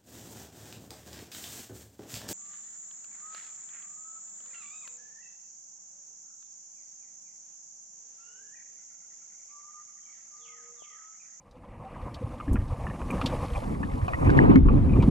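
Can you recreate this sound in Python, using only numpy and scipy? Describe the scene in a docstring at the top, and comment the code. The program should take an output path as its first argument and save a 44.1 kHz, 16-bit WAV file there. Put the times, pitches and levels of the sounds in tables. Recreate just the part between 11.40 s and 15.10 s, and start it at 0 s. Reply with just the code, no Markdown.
"""Water rumbles, sloshes and rushes right against a sealed camera housing on a speargun, under water.
Faint rasps, scrapes, eddy thumps, bubbles and gear ticks sit on the case, close to its two microphone ports;
a hard kick near the end brings a surge and one hollow knock. Water is lumpy filtered noise, thumps and bubbles
are swelling cosines, scrapes are noise bursts, ticks are bursts through resonances, the knock is decaying sines.
The recorder starts in mono and opens to its two ports after two seconds."""
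import sys
import numpy as np
from scipy import signal
from scipy.fft import rfft, irfft, next_fast_len
from scipy.io import wavfile
from scipy.ndimage import uniform_filter1d, minimum_filter1d

SR = 44100
rng = np.random.default_rng(int(sys.argv[2]) if len(sys.argv) > 2 else 0)


def unload_wav(signal):
    """Save mono or channel-first audio to the path in sys.argv[1] as 16-bit WAV at rate SR, clipped to [-1, 1]."""
    wavfile.write(
        sys.argv[1],
        SR,
        np.round(np.clip(np.atleast_2d(signal).T, -1, 1) * 32767).astype(np.int16),
    )


N = 163170
LONG = N + SR // 2  # samples, with half a second to spare for late tails


def gain_of(db):
    """Decibels to gain."""
    return 10 ** (np.asarray(db) / 20)


def evened(x):
    """Scales to rms 1."""
    return x / np.sqrt(np.mean(x ** 2) + 1e-20)


def peaked(x, db):
    """Scales to a peak level."""
    return gain_of(db) * x / np.abs(x).max()


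def smoothed_twice(x, size):
    """Two moving averages in a row."""
    return uniform_filter1d(uniform_filter1d(x, size=size), size=size)


def read(points, hz):
    """Reads a spectrum table on a log frequency axis."""
    f, value = np.transpose(points)
    return np.interp(np.log(hz + 1), np.log(f + 1), value, left=value[0], right=value[-1])


def shut(points):
    """Closes a spectrum table steeply, an octave beyond both ends."""
    return [(points[0][0] / 2, -90)] + points + [(points[-1][0] * 2, -90)]


def coloured(x, gain):
    """Filters by a gain given as a function of frequency."""
    size = next_fast_len(x.shape[-1] + SR // 10)
    spectrum = rfft(x, size) * gain(np.fft.rfftfreq(size, 1 / SR))
    return irfft(spectrum, size)[..., :x.shape[-1]]


def add(mix, s, sound):
    """Mixes a sound in at time s."""
    part = mix[round(s * SR):][:len(sound)]
    part += sound[:len(part)]


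# How the water swells and sinks around the case. Each row: time in seconds, then the levels
# of rumble, slosh, rush and hiss in dB.
WATER_LEVELS = [(0, -64, -63, -63, -81), (.3, -47, -49.5, -52.5, -78.5), (.55, -46.5, -45.5, -46, -72.5),
                (1.05, -41, -43.5, -48, -67.5), (1.098, -21, -30.5, -44.5, -68),
                (1.27, -35.5, -44.5, -46.5, -67), (1.68, -34.5, -36, -43, -62),
                (1.727, -35, -31, -36.5, -59.5), (2.2, -33.5, -41, -41.5, -58),
                (2.36, -33, -31.5, -46.5, -64.5), (2.763, -31.5, -43, -44.5, -61.5),
                (2.89, -16, -18, -35, -60.5), (3.161, -22.5, -12.5, -34.5, -66.5),
                (3.197, -20.5, -27, -53, -79.5), (3.328, -19.5, -22, -44, -70), (3.7, -18, -24, -44.5, -63)]


def water_level(column):
    """Gain of one water layer, sample by sample, in straight dB lines between the rows."""
    rows = np.array(WATER_LEVELS)
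    return gain_of(np.interp(np.arange(LONG) / SR, rows[:, 0], rows[:, column]))


# Colour of each water layer at the case, deep to bright. Each row: frequency in Hz,
# relative density in dB per Hz.
RUMBLE_SPECTRUM = [(25, 2), (100, -1.5), (150, -11), (220, -51)]
SLOSH_SPECTRUM = [(60, -13), (130, -1.5), (262, -2), (400, -13), (700, -32), (2000, -50), (4000, -57)]
RUSH_SPECTRUM = [(480, 5), (640, -1), (1050, 0), (1200, -2), (1400, -15), (1900, -15.5), (2400, -16.5),
                 (2900, -21.5), (3500, -33)]
HISS_SPECTRUM = [(3500, 7.5), (7500, 5.5), (9600, 7.5), (13500, -7.5), (15200, -18.5)]
# Lumpiness of the water, one row each for rumble, slosh, rush and hiss. Each row: spread of the layer's
# own patches in dB, spread of the flicker shared by all layers in dB.
WATER_LUMPS = [(3, 2), (3, 1.5), (2.8, 1.8), (1, .8)]


def water():
    """Four layers of lumpy noise on their own levels; row 0 is shared by the ports, row 1 is not."""
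    frames, bins = LONG // 128 + 9, 257
    flicker = evened(smoothed_twice(rng.standard_normal(frames), 9))
    out = np.zeros((2, LONG))
    for k, spectrum in enumerate([RUMBLE_SPECTRUM, SLOSH_SPECTRUM, RUSH_SPECTRUM, HISS_SPECTRUM]):
        patch_db, flicker_db = WATER_LUMPS[k]
        draw = rng.standard_normal((5, bins, frames))
        # patches span more bins in the brighter layers
        patches = uniform_filter1d(draw[4], size=3 + 2 * k, axis=0)
        patches = evened(uniform_filter1d(patches, size=8, axis=1))
        lumps = gain_of(patch_db * patches + flicker_db * flicker)
        cells = (draw[:2] + 1j * draw[2:4]) * lumps
        noise = signal.istft(cells, nperseg=512, noverlap=384)[1][:, :LONG]
        noise = coloured(noise, lambda f: gain_of(read(shut(spectrum), f)))
        out += water_level(k + 1) * evened(noise)
    return out


RISE_SHARE = .23  # rise time as a share of the decay time
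RASP_Q = 1.57


def burst(decay_s):
    """A rattle of noise with a soft start and an exponential decay."""
    t = np.arange(SR // 10) / SR
    rise = np.minimum(t / (RISE_SHARE * decay_s), 1)
    return rng.standard_normal(len(t)) * rise * np.exp(-t / decay_s)


def rasp(decay_s, db, hz):
    """A short rasp of noise around a broad centre."""
    return peaked(coloured(burst(decay_s), lambda f: 1 / (1 + (RASP_Q * (f / hz - hz / (f + 1))) ** 2)), db)


TICK_DECAY_S = .003  # of the bursts in faint rasps, ticks and the knock's crack
FAINT_PER_S = 70  # mean rate
FAINT_DB, FAINT_SPREAD_DB = 13.5, 3  # base gain over the hiss level, scale of the random extra
FAINT_HZ = (1500, 5000)  # lowest and highest pitch
FAINT_STEP_DB = -1  # from each of the twelve pitches to the next


def faint_ticks():
    """Small chance rasps on the case, dull to bright, following the hiss level."""
    extra_db = FAINT_SPREAD_DB * np.minimum(rng.exponential(1, LONG), 3)
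    hits = gain_of(extra_db) * (rng.random(LONG) < FAINT_PER_S / SR)
    pitches = np.geomspace(*FAINT_HZ, num=12)
    which = rng.integers(0, len(pitches), LONG)
    total = np.zeros(LONG)
    for k, hz in enumerate(pitches):
        sound = rasp(TICK_DECAY_S, FAINT_STEP_DB * k, hz)
        total += signal.oaconvolve(hits * (which == k), sound)[:LONG]
    return gain_of(FAINT_DB) * water_level(column=4) * total


SCRAPE_DECAY_S = .0092
# Bright scrapes and splashes close on the case. Each row: start in seconds, peak in dB, centre in Hz.
SCRAPE_EVENTS = [(0.11, -56.5, 4170), (0.742, -37, 3700), (1.13, -42, 8800), (1.277, -53, 4000),
                 (1.706, -41, 8000), (1.812, -33, 2870), (1.859, -23.5, 3540), (2.679, -46.5, 4130),
                 (2.9, -40, 3830), (2.972, -34.5, 2520), (3.623, -34.5, 2870)]


def scrapes(gear):
    """Adds the scrapes and splashes, each a burst of broadly centred noise."""
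    for s, db, hz in SCRAPE_EVENTS:
        add(gear, s, rasp(SCRAPE_DECAY_S, db, hz))


def thump(centre, db, hz, cycles):
    """A cosine in a bell-shaped swell: a soft push of a cycle or two, or a bubble that rings for several."""
    t = np.arange(-2 * cycles / hz, 2 * cycles / hz, 1 / SR)
    swell = np.exp(-(2 * t * hz / cycles) ** 2)
    return centre + t[0], gain_of(db) * swell * np.cos(2 * np.pi * hz * t)


# Eddies that thump the case and trapped bubbles that blip. Each row: centre in seconds, peak in dB,
# pitch in Hz, length in cycles.
THUMP_EVENTS = [(.465, -38.5, 770, 25), (0.828, -32, 500, 7.1), (0.847, -21.5, 103, 1.6),
                (1.089, -25, 281, 5.7), (1.192, -20.5, 60, 0.77), (1.331, -19, 82, 0.98),
                (1.849, -24.5, 267, 7.4), (2.634, -15, 89, 1.25), (2.991, -14, 1800, 4.6),
                (3.418, -11, 86, 1.75)]


def thumps(gear):
    """Adds the eddy thumps and bubble blips."""
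    for row in THUMP_EVENTS:
        add(gear, *thump(*row))


def resonate(x, hz, width):
    """A steep resonance: one pole pair, passed twice."""
    pole = np.exp((2j * hz - width) * np.pi / SR)
    return 2 * (1 - abs(pole)) ** 2 * signal.lfilter([1], np.poly([pole, pole]), x).real


# Resonances of the housing. Each row: frequency in Hz, width of one pole in Hz, relative gain in dB.
CASE_MODES = [(1018, 460, 17), (2170, 27, 8.5), (2400, 310, 5.5), (2810, 550, -1)]


def case(x):
    """The case rings briefly; neighbouring modes have opposite signs."""
    return sum((-1) ** k * gain_of(db) * resonate(x, hz, width)
               for k, (hz, width, db) in enumerate(CASE_MODES))


TICK_WIDTH_HZ = 160
CASE_DB = 1  # ringing of the case against the tick's own pitch
BOUNCE_S, BOUNCE_DB = .008, -5  # delay and gain of the second burst


def tick(s, db, hz):
    """A rattle and its bounce ring their own pitch and the case."""
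    drive = burst(TICK_DECAY_S)
    add(drive, BOUNCE_S, gain_of(BOUNCE_DB) * burst(TICK_DECAY_S))
    own_pitch = evened(resonate(drive, hz, TICK_WIDTH_HZ))
    return s, peaked(own_pitch + gain_of(CASE_DB) * evened(case(drive)), db)


# Gear ticking on the case. Each row: start in seconds, peak in dB, pitch in Hz.
TICK_EVENTS = [(1, -29.5, 1164), (1.078, -35, 1700), (1.156, -29.5, 1360), (1.164, -32.5, 1750),
               (1.466, -28.5, 1750), (1.498, -33.5, 1780), (1.615, -25.5, 515), (1.703, -26, 2360),
               (1.813, -19.5, 1200), (1.924, -27.5, 850), (2.149, -29, 2400), (2.429, -28, 1770),
               (2.68, -26, 750), (2.733, -24, 1950), (2.892, -23, 1510), (3.285, -22.5, 1140),
               (3.493, -38.5, 2410), (3.601, -34.5, 2400), (3.534, -32.5, 2430), (3.627, -25, 966)]


def ticks(gear):
    """Adds the gear ticks."""
    for row in TICK_EVENTS:
        add(gear, *tick(*row))


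KNOCK_S, KNOCK_RISE_S = 3.157, .003  # start and rise time
KNOCK_CRACK_DB, KNOCK_CRACK_HZ = -16, 1600
# Hollow ring of the knocked case. Each row: frequency in Hz, level before the rise in dB,
# time to fall 60 dB in seconds.
KNOCK_MODES = [(268.3, 3, 0.089), (2170, -29.5, 0.071)]


def knock():
    """A crack of noise on the hollow case's decaying sines."""
    t = np.arange(SR // 2) / SR
    ring = sum(gain_of(db - 60 * t / t60) * np.sin(2 * np.pi * hz * t) for hz, db, t60 in KNOCK_MODES)
    ring = ring * np.minimum(t / KNOCK_RISE_S, 1)
    add(ring, 0, rasp(TICK_DECAY_S, KNOCK_CRACK_DB, KNOCK_CRACK_HZ))
    return ring


# Difference between the two microphone ports. Each row: frequency in Hz, side minus mid in dB
# before the recorder sets the width.
PORT_SIDE = [(30, -13), (250, -1), (600, 8.5), (2400, 8), (3300, -10), (15000, 0.5)]
# How far the ports hear the same water. Each row: frequency in Hz, share of the side
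# that is the mid turned in phase.
PORT_TIE = [(250, .3), (600, .8)]


def scene():
    """Mid and side at two ports of the case: gear's side is its mid turned a quarter cycle, water's partly."""
    gear = faint_ticks()
    scrapes(gear)
    thumps(gear)
    ticks(gear)
    add(gear, KNOCK_S, knock())
    flow, other = water()

    def side_gain(f):
        return gain_of(read(PORT_SIDE, f))

    def tied(f):
        return np.clip(read(PORT_TIE, f), 0, 1)

    side = coloured(gear, lambda f: 1j * side_gain(f))
    side = side + coloured(flow, lambda f: 1j * tied(f) * side_gain(f))
    side = side + coloured(other, lambda f: np.sqrt(1 - tied(f) ** 2) * side_gain(f))
    mid = gear + flow
    return np.array([mid + side, mid - side])[:, :N]


CEILING, LIMIT_S = .9, .012  # full scale is 1; smoothing time


def limited(pair):
    """A limiter turns both channels down smoothly around peaks over the ceiling."""
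    size = round(LIMIT_S * SR)
    room = np.minimum(CEILING / (np.abs(pair).max(axis=0) + 1e-9), 1)
    return pair * smoothed_twice(minimum_filter1d(room, size=2 * size), size)


WIDTH_SPLIT_HZ, EDGE_HZ, FADE_S = 210, 15165, .008  # bass split, top of the band, fade-out
# Opening of the stereo width. Each row: time in seconds, gain of the side's bass in dB,
# gain of the rest of the side in dB.
STEREO_WIDTH = [(2.05, -72, -55), (2.09, -21, -19), (2.25, -29, -6.5), (3.051, 4.5, 1), (3.55, -1, -9),
                (3.7, -16, -16)]


def record(dry):
    """Mono at first, then the stereo width opens and narrows; limiter, a short fade-out, band limit."""
    mid, side = (dry[0] + dry[1]) / 2, (dry[0] - dry[1]) / 2
    low = coloured(side, lambda f: 1 / (1 + 1j * f / WIDTH_SPLIT_HZ) ** 2)
    s, low_db, rest_db = np.transpose(STEREO_WIDTH)
    t = np.arange(N) / SR
    low_gain = gain_of(np.interp(t, s, low_db))
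    rest_gain = gain_of(np.interp(t, s, rest_db))
    side = low * low_gain + (side - low) * rest_gain
    fade = np.minimum((t[-1] - t) / FADE_S, 1)
    pair = limited(np.array([mid + side, mid - side])) * fade
    band = signal.firwin(511, EDGE_HZ, window=("kaiser", 9), fs=SR)
    return signal.oaconvolve(pair, band[None], "same", axes=1)


dry = scene()
out = record(dry)
unload_wav(out)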